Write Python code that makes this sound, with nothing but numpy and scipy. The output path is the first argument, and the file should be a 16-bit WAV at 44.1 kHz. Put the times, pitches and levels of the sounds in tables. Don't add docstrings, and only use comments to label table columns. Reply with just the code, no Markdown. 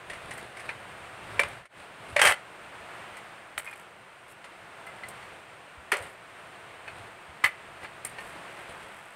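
import sys
import numpy as np
from scipy import signal
from scipy.fft import rfft, irfft
from scipy.io import wavfile

SR = 44100
rng = np.random.default_rng(int(sys.argv[2]) if len(sys.argv) > 2 else 0)


def dump(signal):
    limited = np.clip(np.atleast_2d(signal).T, -1, 1)
    pcm = np.round(limited * 32767).astype(np.int16)
    wavfile.write(sys.argv[1], SR, pcm)


N = 403515
T = np.arange(SR // 3) / SR


def undb(db):
    return 10 ** (np.asarray(db) / 20)


def unit(x):
    return x / np.sqrt(np.mean(x ** 2))


def add(out, start_s, x):
    i = int(start_s * SR)
    out[i:i + len(x)] += x[:N - i]


def walk(rate_hz, size=N):
    levels = rng.standard_normal(size // 16)
    return np.interp(np.arange(size) * rate_hz / SR, np.arange(len(levels)), levels)


def fade(t60_s):
    return np.exp(-np.log(1000) * T / max(t60_s, 1 / SR))


def swell(rise_s):
    return np.minimum(T / max(rise_s, 1 / SR), 1)


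def ring(hz, t60_s):
    return np.sqrt(2) * np.sin(2 * np.pi * hz * T) * fade(t60_s)


def db_at(points, hz):
    f, db = np.transpose(points)
    return np.interp(np.log(hz + 1), np.log(f), db)


def hump(f, hz, width_hz):
    return 1 / (1 + (2 * (f - hz) / width_hz) ** 2)


def treble(f, corner_hz=4200):
    return 1 - 1 / (1 + (f / corner_hz) ** 4)


def colour(x, db_of_hz, size=2048):
    hz = np.arange(size // 2 + 1) * SR / size
    cepstrum = irfft(np.log(undb(db_of_hz(hz))))
    cepstrum[1:size // 2] *= 2
    cepstrum[size // 2 + 1:] = 0
    response = irfft(np.exp(rfft(cepstrum)))
    return signal.fftconvolve(x, response / np.linalg.norm(response))[:len(x)]


def burst(db_of_hz, t60_s, crack, grit_db):
    chatter = rng.standard_normal(len(T)) * undb(grit_db * walk(871, size=len(T)))
    push = unit(chatter) * fade(t60_s)
    push[0] += crack
    body = colour(push, db_of_hz)
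    return body * np.linalg.norm(fade(t60_s)) / np.linalg.norm(body)


# frequency in Hz, relative density in dB.
HISS_SPECTRUM = [(15, -59), (25, -7), (53, -21.5), (96, -7.5), (204, -7.5), (240, -13.5), (359, -6),
                 (410, -7), (666, -3.5), (804, -4), (1490, -4), (2630, -9), (5580, -29), (8810, -31.5),
                 (15500, -40.5)]
# centre in Hz, width in Hz, height in dB.
HISS_HUMPS = [(682, 42, 3), (7450, 110, 5), (8720, 1420, 11)]


def hiss(swish, level_db=-48, drift_db=1.6, flutter_db=0.33):
    def spectrum(f):
        return db_at(HISS_SPECTRUM, f) + sum(db * hump(f, hz, width) for hz, width, db in HISS_HUMPS)
    air = colour(rng.standard_normal(N), spectrum)
    steady = undb(level_db + drift_db * walk(1.65))
    return air * np.hypot(steady, swish) * undb(flutter_db * walk(14))


# start in seconds, length in seconds,
# swish in dB, floor rumble in dB.
MOVES = [(0, 0.48, -46.5, -60.5), (0.272, 0.33, -48, -66), (0.39, 1, -48.5, -58.5),
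         (0.51, 0.28, -46.5, -66), (1.124, 0.6, -43.5, -50.5), (1.743, 0.15, -52, -72),
         (1.94, 0.41, -47.5, -58), (4.8, 0.7, -49.5, -67), (5.988, 0.14, -49, -60),
         (6.097, 0.74, -55.5, -81), (6.815, 0.34, -50.5, -57.5), (7.35, 1, -52, -61),
         (7.807, 0.062, -46, -66), (8.03, 0.43, -50, -75), (8.515, 0.51, -52, -70)]


def move_gains(slip_db=-0.5, slip_db_per_s=-10.5):
    swish, slip, weight = np.zeros((3, N))
    for start_s, length_s, db, floor_db in MOVES:
        arch = np.hanning(int(length_s * SR))
        add(swish, start_s, arch * undb(db) ** 2)
        add(slip, start_s, arch * undb(db + slip_db + slip_db_per_s * length_s) ** 2)
        add(weight, start_s, arch * undb(floor_db) ** 2)
    return np.sqrt([swish, slip, weight])


def floor_rumble(weight, hz=115, width_hz=80):
    low = colour(rng.standard_normal(N), lambda f: 20 * np.log10(hump(f, hz, width_hz) + 1e-5))
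    return low * weight * undb(walk(6.6))


# frequency in Hz, relative density in dB.
RUSTLE_SPECTRUM = [(600, 14.5), (2000, 2), (4000, 3), (6300, -16), (8800, 1), (11000, -9), (15500, -33)]


def rustles(slip):
    unevenness_db = 5.5 * walk(400) + 4.5 * walk(30)
    slips = unit(rng.standard_normal(N) * undb(unevenness_db))
    return colour(slips * slip, lambda f: db_at(RUSTLE_SPECTRUM, f))


# start in seconds, relative level in dB, pitch in Hz.
FLOOR_BUMPS = [(1.45, -49, 99), (2.125, -43, 96), (2.254, -46, 122), (2.285, -44, 86.5), (2.802, -53, 89),
               (3.56, -57, 81), (5.775, -49, 70), (6.003, -46.5, 100), (7.001, -52, 105), (7.289, -51, 80),
               (7.441, -47, 105), (7.821, -57, 84)]


def floor_bumps(rise_s=0.0042, t60_s=0.101):
    out = np.zeros(N)
    onset = 1 - np.exp(-T / rise_s)
    for start_s, db, hz in FLOOR_BUMPS:
        add(out, start_s, 2 * undb(db) * ring(hz, t60_s) * onset)
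    return out


# frequency in Hz, level in dB, t60 in seconds before damping.
FRAME_MODES = [(370, -26, 0.095), (637, 1, 0.077), (1302, 5.5, 0.074), (1620, 3.5, 0.041), (1927, 0, 0.083),
               (2064, -2.5, 0.14), (2130, -7.5, 0.17), (2380, -16, 0.069), (2630, -20, 0.098),
               (3214, -26, .11), (4355, 1, 0.1), (5080, -16, 0.056), (6300, -32, 0.09), (8300, -28, 0.034),
               (9000, -30, .07)]


def frame_ring(damping_t60_s):
    shares = rng.uniform(-1, 1, len(FRAME_MODES))
    modes = sum(share * undb(db) * ring(hz, t60_s) for share, (hz, db, t60_s) in zip(shares, FRAME_MODES))
    return modes * fade(damping_t60_s)


# frequency in Hz, relative density in dB.
FRAME_SPECTRUM = [(30, -39), (130, -39), (300, -37), (470, -8), (800, -6.5), (1250, -6), (1550, -4.5),
                  (2000, 1), (2600, -6.5), (3600, -15), (4500, -19), (6000, -23), (7600, -22.5),
                  (9000, -15.5), (11000, -30), (15500, -46)]


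def frame_touch(t60_s, treble_db):
    body = burst(lambda f: db_at(FRAME_SPECTRUM, f) + treble_db * treble(f), t60_s, crack=3.2, grit_db=1)
    return body + undb(-17) * frame_ring(4.1 * t60_s)


# start in seconds, level in dB.
FRAME_TAPS = [(.097, -33.5), (.1305, -36), (.307, -32.5), (.377, -37.5), (0.568, -37.5), (.595, -36.5),
              (1.653, -31.5), (3.167, -40), (4.440, -41.5), (7.830, -44), (8.05, -37.5), (8.566, -45)]


def frame_taps(rise_s=0.0032, t60_s=0.097):
    out = np.zeros(N)
    for start_s, db in FRAME_TAPS:
        add(out, start_s, undb(db) * swell(rise_s) * frame_touch(t60_s, treble_db=1))
    return out


# start in seconds, level in dB, pitch in Hz, relative ping in dB.
METAL_CLINKS = [(0.69, -28.5, 2420, -1.5), (3.663, -39, 2110, 2), (3.673, -39, 2475, 6.5),
                (3.727, -39.5, 2430, 1), (4.867, -40.5, 2066, 0), (5.034, -38, 2024, 3),
                (5.035, -58, 4300, 7), (5.226, -42, 2200, -8), (6.877, -34, 2540, -7),
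                (7.845, -35, 1695, -1), (8.183, -34, 1820, 1)]


def metal_clinks(rise_s=0.0022, t60_s=0.068):
    out = np.zeros(N)
    for start_s, db, hz, ping_db in METAL_CLINKS:
        ping = undb(ping_db) * ring(hz, t60_s)
        add(out, start_s, undb(db) * swell(rise_s) * (frame_touch(t60_s, treble_db=-10) + ping))
    return out


# frequency in Hz, relative density in dB.
STEEL_SPECTRUM = [(1000, -6.5), (3000, -14.5), (6200, -16.5), (8400, -1), (10500, -6.5), (13000, -10.5),
                  (15500, -17)]


def steel_snap(top_db, t60_s=0.05):
    return burst(lambda f: db_at(STEEL_SPECTRUM, f) + top_db * hump(f, 14000, 5000),
                 t60_s, crack=6.9, grit_db=7)


# start in seconds, level in dB.
CHAIN_TICKS = [(0.336, -44), (0.375, -42.5), (1.483, -47), (3.168, -47), (3.580, -32.5), (4.864, -50),
               (5.084, -39), (6.023, -43.5), (8.048, -27.5), (8.093, -44)]


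def chain_ticks(ping_hz=8670, ping_db=-3.5, spread=0.032, rise_s=0.0016, t60_s=0.05):
    out = np.zeros(N)
    for start_s, db in CHAIN_TICKS:
        hz = ping_hz * (1 + spread * rng.uniform(-0.64, 1))
        ping = undb(ping_db) * ring(hz, t60_s)
        add(out, start_s, undb(db) * swell(rise_s) * (steel_snap(top_db=-1) + ping))
    return out


# start in seconds, length in seconds, level in dB,
# fall over that length in dB, hits per second, relative steel level in dB.
CHAIN_RATTLES = [(2.214, 0.11, -21, 4.5, 1400, -16), (3.592, 0.24, -53, 10, 200, -6),
                 (4.279, 0.049, -67, -3, 900, 7.5), (6, 0.14, -64.5, 4, 290, 1),
                 (8.197, 0.14, -62, 2, 300, 1.5), (8.498, 0.8, -58.5, 1, 110, -10)]


def chain_rattles(scatter_db=3):
    on_frame, on_steel = np.zeros((2, N))
    for start_s, length_s, db, fall_db, hits_per_s, steel_db in CHAIN_RATTLES:
        n = int(length_s * SR)
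        struck = rng.random(SR)[:n] < hits_per_s / SR
        polarity = np.sign(rng.standard_normal(SR)[:n])
        hit_db = scatter_db * rng.standard_normal(SR)[:n] - fall_db * np.arange(n) / n
        hits = undb(db) * unit(polarity * struck * undb(hit_db) + 1e-9)
        add(on_frame, start_s, hits)
        add(on_steel, start_s, undb(steel_db) * hits)
    tube = burst(lambda f: db_at(FRAME_SPECTRUM, f) + 6 * hump(f, 3330, 1500),
                 t60_s=0.015, crack=1.7, grit_db=-4)
    link = burst(lambda f: db_at(STEEL_SPECTRUM, f) - 6 * hump(f, 16500, 7000),
                 t60_s=0.021, crack=13, grit_db=16)
    return sum(signal.fftconvolve(drive, body / np.linalg.norm(body))[:N]
               for drive, body in ((on_frame, tube), (on_steel, link)))


BIKE_PARTS = {"fork": (487, 2348, 6, 0.07, -36), "rim": (571, 2147, -5, 0.0228, -32),
              "stay": (595, 1882, -1, 0.0661, -36), "chain": (595, 3154, -6, 0.0952, -8.5),
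              "cassette": (591, 2690, 3.5, -0.06, -26), "hub": (598, 1450, -4, 0.0153, -14),
              "dropout": (433, 1700, -14, 0.1, -10), "frame": (413, 1528, -11, 0.45, -30),
              "lever": (343, 1220, 1.5, 0.094, -30), "axle": (720, 2027, 5, .056, -14)}
# start in seconds, part, level in dB, rise in seconds,
# relative thud in dB, treble shelf in dB.
KNOCKS = [(1.394, "fork", -19.5, 0.00033, -11, -1), (1.3984, "rim", -19, 0.00062, -2, 8),
          (1.42, "fork", -39, .001, -27, -5), (1.433, "rim", -17.5, 0.0029, -14, -7),
          (2.162, "stay", -15, 0.0046, -3.5, -2.5), (2.191, "stay", -13, 0.0046, -10.5, -3),
          (2.215, "chain", -16, .001, -15, 8.5), (2.235, "cassette", -10.5, 0.00029, -14, -7),
          (2.241, "stay", -21, .004, 6.5, -8), (2.251, "chain", -15, 0.0036, -44, 7),
          (2.271, "stay", -16, .0023, -24, 8), (2.302, "stay", -24, .003, -9, 1),
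          (2.322, "rim", -22, 0.0011, -12, 2), (3.5784, "hub", -20.5, 0.00017, -16, -14),
          (5.917, "dropout", -15, 0.0051, -23, -7), (5.927, "frame", -31, .0015, 4.5, -12),
          (5.965, "chain", -36, .004, -19, 9), (7.438, "lever", -21.5, 0.0023, -14.5, -5),
          (7.442, "axle", -16, 0.00056, -38, -11), (7.458, "dropout", -25.5, 0.0017, -20, -32)]


def knocks(thud_t60_s=0.04, bass_per_thud=0.81, usual_thud_db=-10, place_spread=0.013):
    out = np.zeros(N)
    for start_s, part, db, rise_s, thud_db, treble_db in KNOCKS:
        thud_hz, ring_hz, ring_db, t60_s, jolt_db = BIKE_PARTS[part]
        bass_db = bass_per_thud * (thud_db - usual_thud_db)

        def spectrum(f):
            return db_at(FRAME_SPECTRUM, f) + bass_db * hump(f, 530, 480) + treble_db * treble(f)
        body = burst(spectrum, t60_s, crack=0.75, grit_db=3.5)
        thud = undb(thud_db) * ring(thud_hz, thud_t60_s)
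        hz = ring_hz * (1 + place_spread * rng.uniform(-1, 1))
        part_ring = undb(ring_db) * ring(hz, 0.55 * t60_s)
        frame = undb(-21.5) * frame_ring(5 * t60_s)
        jolt = undb(jolt_db) * steel_snap(top_db=3)
        add(out, start_s, undb(db) * swell(rise_s) * (body + thud + part_ring + frame + jolt))
    return out


def room(x, echoes=12, early_db=-9, tail_db=-18, t60_s=0.29, damp_hz=5000):
    early = np.zeros(len(T))
    signs = rng.choice([-1, 1], echoes)
    delays_s = rng.uniform(0.003, 0.022, echoes)
    early[(delays_s * SR).astype(int)] = signs
    tail = rng.standard_normal(len(T)) * fade(t60_s) * (1 - fade(0.11))
    tail = signal.lfilter(*signal.butter(1, damp_hz, fs=SR), tail / np.linalg.norm(tail))
    response = undb(early_db) * early / np.linalg.norm(early) + undb(tail_db) * tail
    return x + signal.fftconvolve(x, response)[:N]


def level_dip(at_s=1.685, depth_db=-26.5, fall_s=0.042, rise_s=0.033):
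    t = np.arange(N) / SR - at_s
    return undb(depth_db * np.exp(-np.abs(t) / np.where(t < 0, fall_s, rise_s)))


def scene():
    swish, slip, weight = move_gains()
    bike = knocks() + frame_taps() + metal_clinks() + chain_ticks() + chain_rattles() + rustles(slip)
    mix = room(bike) + floor_bumps() + floor_rumble(weight) + hiss(swish)
    return (mix * level_dip())[None]


def record(dry, low_cut_hz=32, top_hz=15750):
    thinned = signal.sosfilt(signal.butter(2, low_cut_hz, "high", fs=SR, output="sos"), dry)
    return signal.sosfilt(signal.ellip(10, 0.2, 80, top_hz, fs=SR, output="sos"), thinned)


dry = scene()
out = record(dry)
dump(out)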